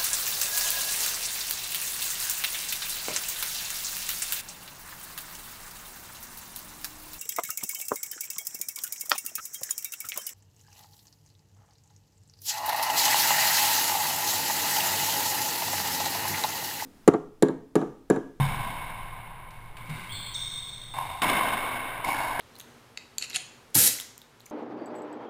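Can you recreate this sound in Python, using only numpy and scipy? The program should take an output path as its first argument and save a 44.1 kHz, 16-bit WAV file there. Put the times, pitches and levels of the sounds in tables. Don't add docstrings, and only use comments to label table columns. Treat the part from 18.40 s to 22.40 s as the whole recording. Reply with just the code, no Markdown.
import sys
import numpy as np
from scipy import signal
from scipy.fft import rfft, irfft
from scipy.io import wavfile
from scipy.ndimage import uniform_filter1d

SR = 44100
rng = np.random.default_rng(int(sys.argv[2]) if len(sys.argv) > 2 else 0)


def waveform_to_disk(signal):
    frames = np.transpose(np.atleast_2d(signal))
    scaled = np.clip(frames, -1, 1) * 32767
    samples = np.round(scaled).astype(np.int16)
    wavfile.write(sys.argv[1], SR, samples)


N = 176400


def amp(db):
    return 10 ** (np.asarray(db) / 20)


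def read(points, hz):
    f, value = np.transpose(points)
    return np.interp(np.log(hz + 1), np.log(f + 1), value)


def unit(x):
    return x / np.sqrt(np.sum(x ** 2) + 1e-20)


def unit_rms(x):
    return unit(x) * np.sqrt(N)


def add(mix, s, sound):
    at = round(s * SR)
    sound = sound[max(-at, 0):]
    part = mix[max(at, 0):][:len(sound)]
    part += sound[:len(part)]


def causal(gain, size=4096):
    two_sided = np.r_[gain, gain[-2:0:-1]]
    log_gain = np.log(np.maximum(two_sided, 1e-5))
    minimum_phase = np.exp(np.conj(signal.hilbert(log_gain)))
    return unit(np.fft.ifft(minimum_phase).real[:size])


# f/Hz, relative level/dB per Hz
AIR_SPECTRUM = [(20, 7.5), (50, -3), (75, -7.5), (120, 0), (170, -3.5), (250, -18.5), (450, -16.5),
                (1000, -17.5), (2200, -22), (4000, -32.5), (6000, -45)]
AIR_DB = -47.5
HUM_HZ, HUM_DB = 115.3, -54.5


def ventilation():
    gain = amp(read(AIR_SPECTRUM, np.fft.rfftfreq(N, 1 / SR)))
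    rush = irfft(rfft(rng.standard_normal(N)) * gain, N)
    hum = np.sqrt(2) * np.sin(2 * np.pi * HUM_HZ * np.arange(N) / SR)
    return amp(AIR_DB) * unit_rms(rush) + amp(HUM_DB) * hum


# f/Hz, t60/s
COURT_DECAY = [(60, 4), (150, 1.56), (300, 2.7), (1000, 4.1), (2200, 3.95), (3600, 3.02), (5500, 2.24)]


def court(build_s, lumpy_db=1.6, lump_s=0.0046):
    t = np.arange(N) / SR
    lumps = unit_rms(uniform_filter1d(rng.standard_normal(N), max(int(lump_s * SR), 1)))
    noise = unit_rms(rng.standard_normal(N) * amp(lumpy_db * lumps / (1 + t)))
    hz, age, bands = signal.stft(noise, SR, nperseg=1024)
    decay = amp(-60 * age / read(COURT_DECAY, hz)[:, None])
    tail = signal.istft(bands * decay, SR, nperseg=1024)[1][:N]
    return tail * np.sqrt(1 - np.exp(-t / build_s))


ECHO_DB = 20


def impacts(hits, modes, crack, echoes, build_s, smear_s, echo_tilt_db):
    out, hz = np.zeros(N), np.fft.rfftfreq(8192, 1 / SR)
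    t = np.arange(SR // 50) / SR
    power = amp(read(crack, hz)) ** 2
    for f, width, db in modes:
        power += amp(db) ** 2 / (1 + ((hz - f) / width) ** 2 * 2) ** 2
    octaves_up = np.log2(np.maximum(hz / 1000, 1))
    bass = 1 / (1 + (hz / 600) ** 4)
    for s, db, tilt, bass_db, distinct_db in hits:
        spectrum = np.sqrt(power) * amp(tilt * octaves_up + bass_db * bass)
        add(out, s, amp(db) * signal.fftconvolve(court(build_s), causal(spectrum)))
        blow = causal(spectrum * amp(echo_tilt_db * octaves_up))
        for delay, level in echoes:
            smear = rng.standard_normal(len(t)) * np.exp(-(t / smear_s) ** 2)
            echo = unit(signal.fftconvolve(smear, blow))
            add(out, s + delay, amp(db + ECHO_DB + distinct_db + level) * echo)
    return out


SHUDDER_HZ, SHUDDER_DB, SHUDDER_T60_S = 20.87, -33, 4.4
RUMBLE_HZ, RUMBLE_DB = 44.4, -11


def shudder():
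    t = np.arange(N) / SR
    low_pass = signal.butter(2, RUMBLE_HZ, fs=SR, output="sos")
    rumble = signal.sosfilt(low_pass, rng.standard_normal(N))
    sway = np.sin(2 * np.pi * SHUDDER_HZ * t) + amp(RUMBLE_DB) * unit_rms(rumble)
    return amp(SHUDDER_DB - 60 * t / SHUDDER_T60_S) * sway


# t/s, level/dB, pitch f/Hz
FOOTFALLS = [(-.012, -20, 138.3), (1.488, -34.5, 152.4), (1.715, -40, 100.8), (2.56, -44, 133.6),
             (2.681, -44.5, 86), (3.753, -48, 132)]
# multiple of the pitch, level/dB
FLOOR_MODES = [(0.719, -12), (1.001, 2), (1.25, -15.5), (1.55, -16.5)]
STEP_RISE_S, STEP_HOLD_S, STEP_FADE_S = 0.01, 0.031, 0.048
STEP_ROOM_DB = -14.5


def steps():
    out, t = np.zeros(N), np.arange(SR // 2) / SR
    fade = np.exp(-np.maximum(t - STEP_HOLD_S, 0) / STEP_FADE_S)
    shape = np.minimum(t / STEP_RISE_S, 1) * fade
    for s, db, hz in FOOTFALLS:
        swing = sum(amp(level) * np.sin(2 * np.pi * hz * multiple * t) for multiple, level in FLOOR_MODES)
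        add(out, s, amp(db) * shape * swing)
        push = unit(swing * t * np.exp(-t / 0.0039))
        add(out, s, amp(db + STEP_ROOM_DB) * signal.fftconvolve(court(0.005), push))
    return out


# t/s, level/dB, treble tilt/dB per octave, bass/dB,
# distinct echoes/dB
LIGHT_TAPS = [(-.012, -46, -3.5, 9, -7), (1.106, -55, 5.5, 0, 17), (1.3685, -46, -4, 2, 1.5),
              (1.455, -49, -2, 2, -9), (1.497, -43, -2.5, -2, -0.5), (1.55, -47, 1, 4, 1)]
# f/Hz, width/Hz, level/dB
TAP_MODES = [(1050, 186, 1), (1546, 200, -3), (2185, 214, 4.5), (2760, 390, -4.5), (3650, 340, -5)]
# f/Hz, level/dB
SOLE_CRACK_SPECTRUM = [(30, -21), (200, -6), (450, -14.5), (800, -10.5), (1350, -19), (3200, -13),
                       (4600, -14), (6000, -21)]


def light_taps():
    return impacts(LIGHT_TAPS, TAP_MODES, SOLE_CRACK_SPECTRUM, MID_COURT_ECHOES[:1],
                   build_s=0.0045, smear_s=0.0064, echo_tilt_db=5.5)


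# t/s, length/s, first f/Hz, last f/Hz, level/dB, pitch jitter/share
SHOE_SQUEAKS = [(1.693, 0.0348, 3160, 3400, -44, 0.012), (1.711, 0.0724, 3450, 3553, -40, 0.034),
                (1.721, 0.0566, 4336, 4243, -44.5, 0.03), (1.9446, 0.024, 3786, 3564, -36, 0.01),
                (1.956, 0.0475, 3612, 3566, -40, .004), (1.941, 0.012, 5940, 5390, -48.5, 0.027)]
SQUEAK_DIRECT_DB = 32.5
SQUEAK_TAPER = 0.081


def squeaks():
    out = np.zeros(N)
    for s, length, first_hz, last_hz, db, jitter in SHOE_SQUEAKS:
        u = np.linspace(0, 1, int(length * SR))
        waver = uniform_filter1d(rng.standard_normal(SR), 40)[:len(u)]
        glide_hz = first_hz + (last_hz - first_hz) * u
        hz = glide_hz * (1 + jitter * waver / waver.std())
        tone = np.sin(2 * np.pi * np.cumsum(hz) / SR)
        whistle = unit(signal.windows.tukey(len(u), SQUEAK_TAPER) * tone)
        room = court(0.008, lumpy_db=0.8)
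        room[0] += amp(SQUEAK_DIRECT_DB)
        add(out, s, amp(db) * signal.fftconvolve(room, whistle))
    return out


# t/s, level/dB, treble tilt/dB per octave, bass/dB, distinct echoes/dB
GLANCING_BOUNCES = [(3.743, -33, -9.5, -8, 5.5)]
# f/Hz, width/Hz, level/dB
SOFT_BALL_MODES = [(655, 120, -2.5), (943, 114, 1), (1620, 260, -0.5)]


def glancing_bounces():
    return impacts(GLANCING_BOUNCES, SOFT_BALL_MODES, STRING_CRACK_SPECTRUM, FRONT_WALL_ECHOES[:3],
                   build_s=0.01, smear_s=0.0053, echo_tilt_db=0.0)


# t/s, level/dB, treble tilt/dB per octave, bass/dB, distinct echoes/dB
FRAME_PINGS = [(3.6465, -40, 1.5, -12, 12)]
# f/Hz, width/Hz, level/dB
FRAME_MODES = [(2200, 94, 15)]
# delay t/s, level/dB
SIDE_WALL_ECHOES = [(0, 4), (.056, 4), (.064, -2), (.083, 2), (.139, -10.5)]


def frame_pings():
    return impacts(FRAME_PINGS, FRAME_MODES, STRING_CRACK_SPECTRUM, SIDE_WALL_ECHOES,
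                   build_s=0.033, smear_s=0.002, echo_tilt_db=5.0)


# t/s, level/dB, treble tilt/dB per octave, bass/dB, distinct echoes/dB
RACQUET_STROKES = [(-.3, -29.5, -3, -4, -6), (2.539, -34.5, -2, -5.5, -.5), (3.6425, -29.5, 1, 4.5, -1.5)]
# f/Hz, width/Hz, level/dB
STRING_MODES = [(770, 160, 1), (974, 144, 4.5), (1056, 31, 7), (1583, 285, -10.5), (2180, 196, -3.5),
                (2785, 260, -9.5), (3750, 220, -14.5)]
# f/Hz, level/dB
STRING_CRACK_SPECTRUM = [(30, -20), (130, -17.5), (300, -9), (450, -26), (1300, -33), (2500, -16.5),
                         (4400, -20.5), (5500, -20.5), (6000, -37)]
# delay t/s, level/dB
MID_COURT_ECHOES = [(0, 6), (0.027, 4), (.041, 6), (0.045, 8.5), (.072, -4), (0.103, -4), (.118, -5),
                    (0.162, 5)]


def racquet_strokes():
    return impacts(RACQUET_STROKES, STRING_MODES, STRING_CRACK_SPECTRUM, MID_COURT_ECHOES,
                   build_s=0.036, smear_s=0.0087, echo_tilt_db=-2.5)


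# t/s, level/dB, treble tilt/dB per octave, bass/dB, distinct echoes/dB
BALL_HITS = [(-.05, -33.5, 0.5, -5, -13), (2.8186, -23.5, -1.3, -1.5, 0.5), (3.9935, -26.5, -4.5, -2, 2)]
# f/Hz, width/Hz, level/dB
BALL_MODES = [(247, 86, -5.5), (708, 250, -7), (1043, 153, -1), (1545, 140, -7), (2191, 128, -2.5),
              (2724, 240, -13), (3035, 68, -10), (3650, 345, -13.5)]
# f/Hz, level/dB
BALL_CRACK_SPECTRUM = [(30, -28), (130, -14.5), (450, -14.5), (1300, -18), (1900, -14), (3300, -20),
                       (4400, -27.5), (5500, -24.5), (6000, -44.5)]
# delay t/s, level/dB
FRONT_WALL_ECHOES = [(0, 3.5), (.004, -0.5), (.013, -2.5), (0.024, -1.5), (0.049, -26), (.072, 1.5),
                     (.079, 1), (0.098, -8), (.122, -6), (0.147, -3)]


def ball_on_wall():
    return impacts(BALL_HITS, BALL_MODES, BALL_CRACK_SPECTRUM, FRONT_WALL_ECHOES,
                   build_s=0.015, smear_s=0.0057, echo_tilt_db=4.0)


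def scene():
    shoes = shudder() + steps() + light_taps() + squeaks()
    rally = glancing_bounces() + frame_pings() + racquet_strokes() + ball_on_wall()
    return (ventilation() + shoes + rally)[None]


HOLD_HZ, EDGE_HZ = 12000, 15500


def record(dry):
    coarse = signal.resample(dry[0], N * HOLD_HZ // SR)
    held = signal.resample(np.repeat(coarse, 4), N)
    low_pass = signal.firwin(511, EDGE_HZ, window=("kaiser", 9), fs=SR)
    return signal.oaconvolve(held, low_pass, "same")[None]


dry = scene()
out = record(dry)
waveform_to_disk(out)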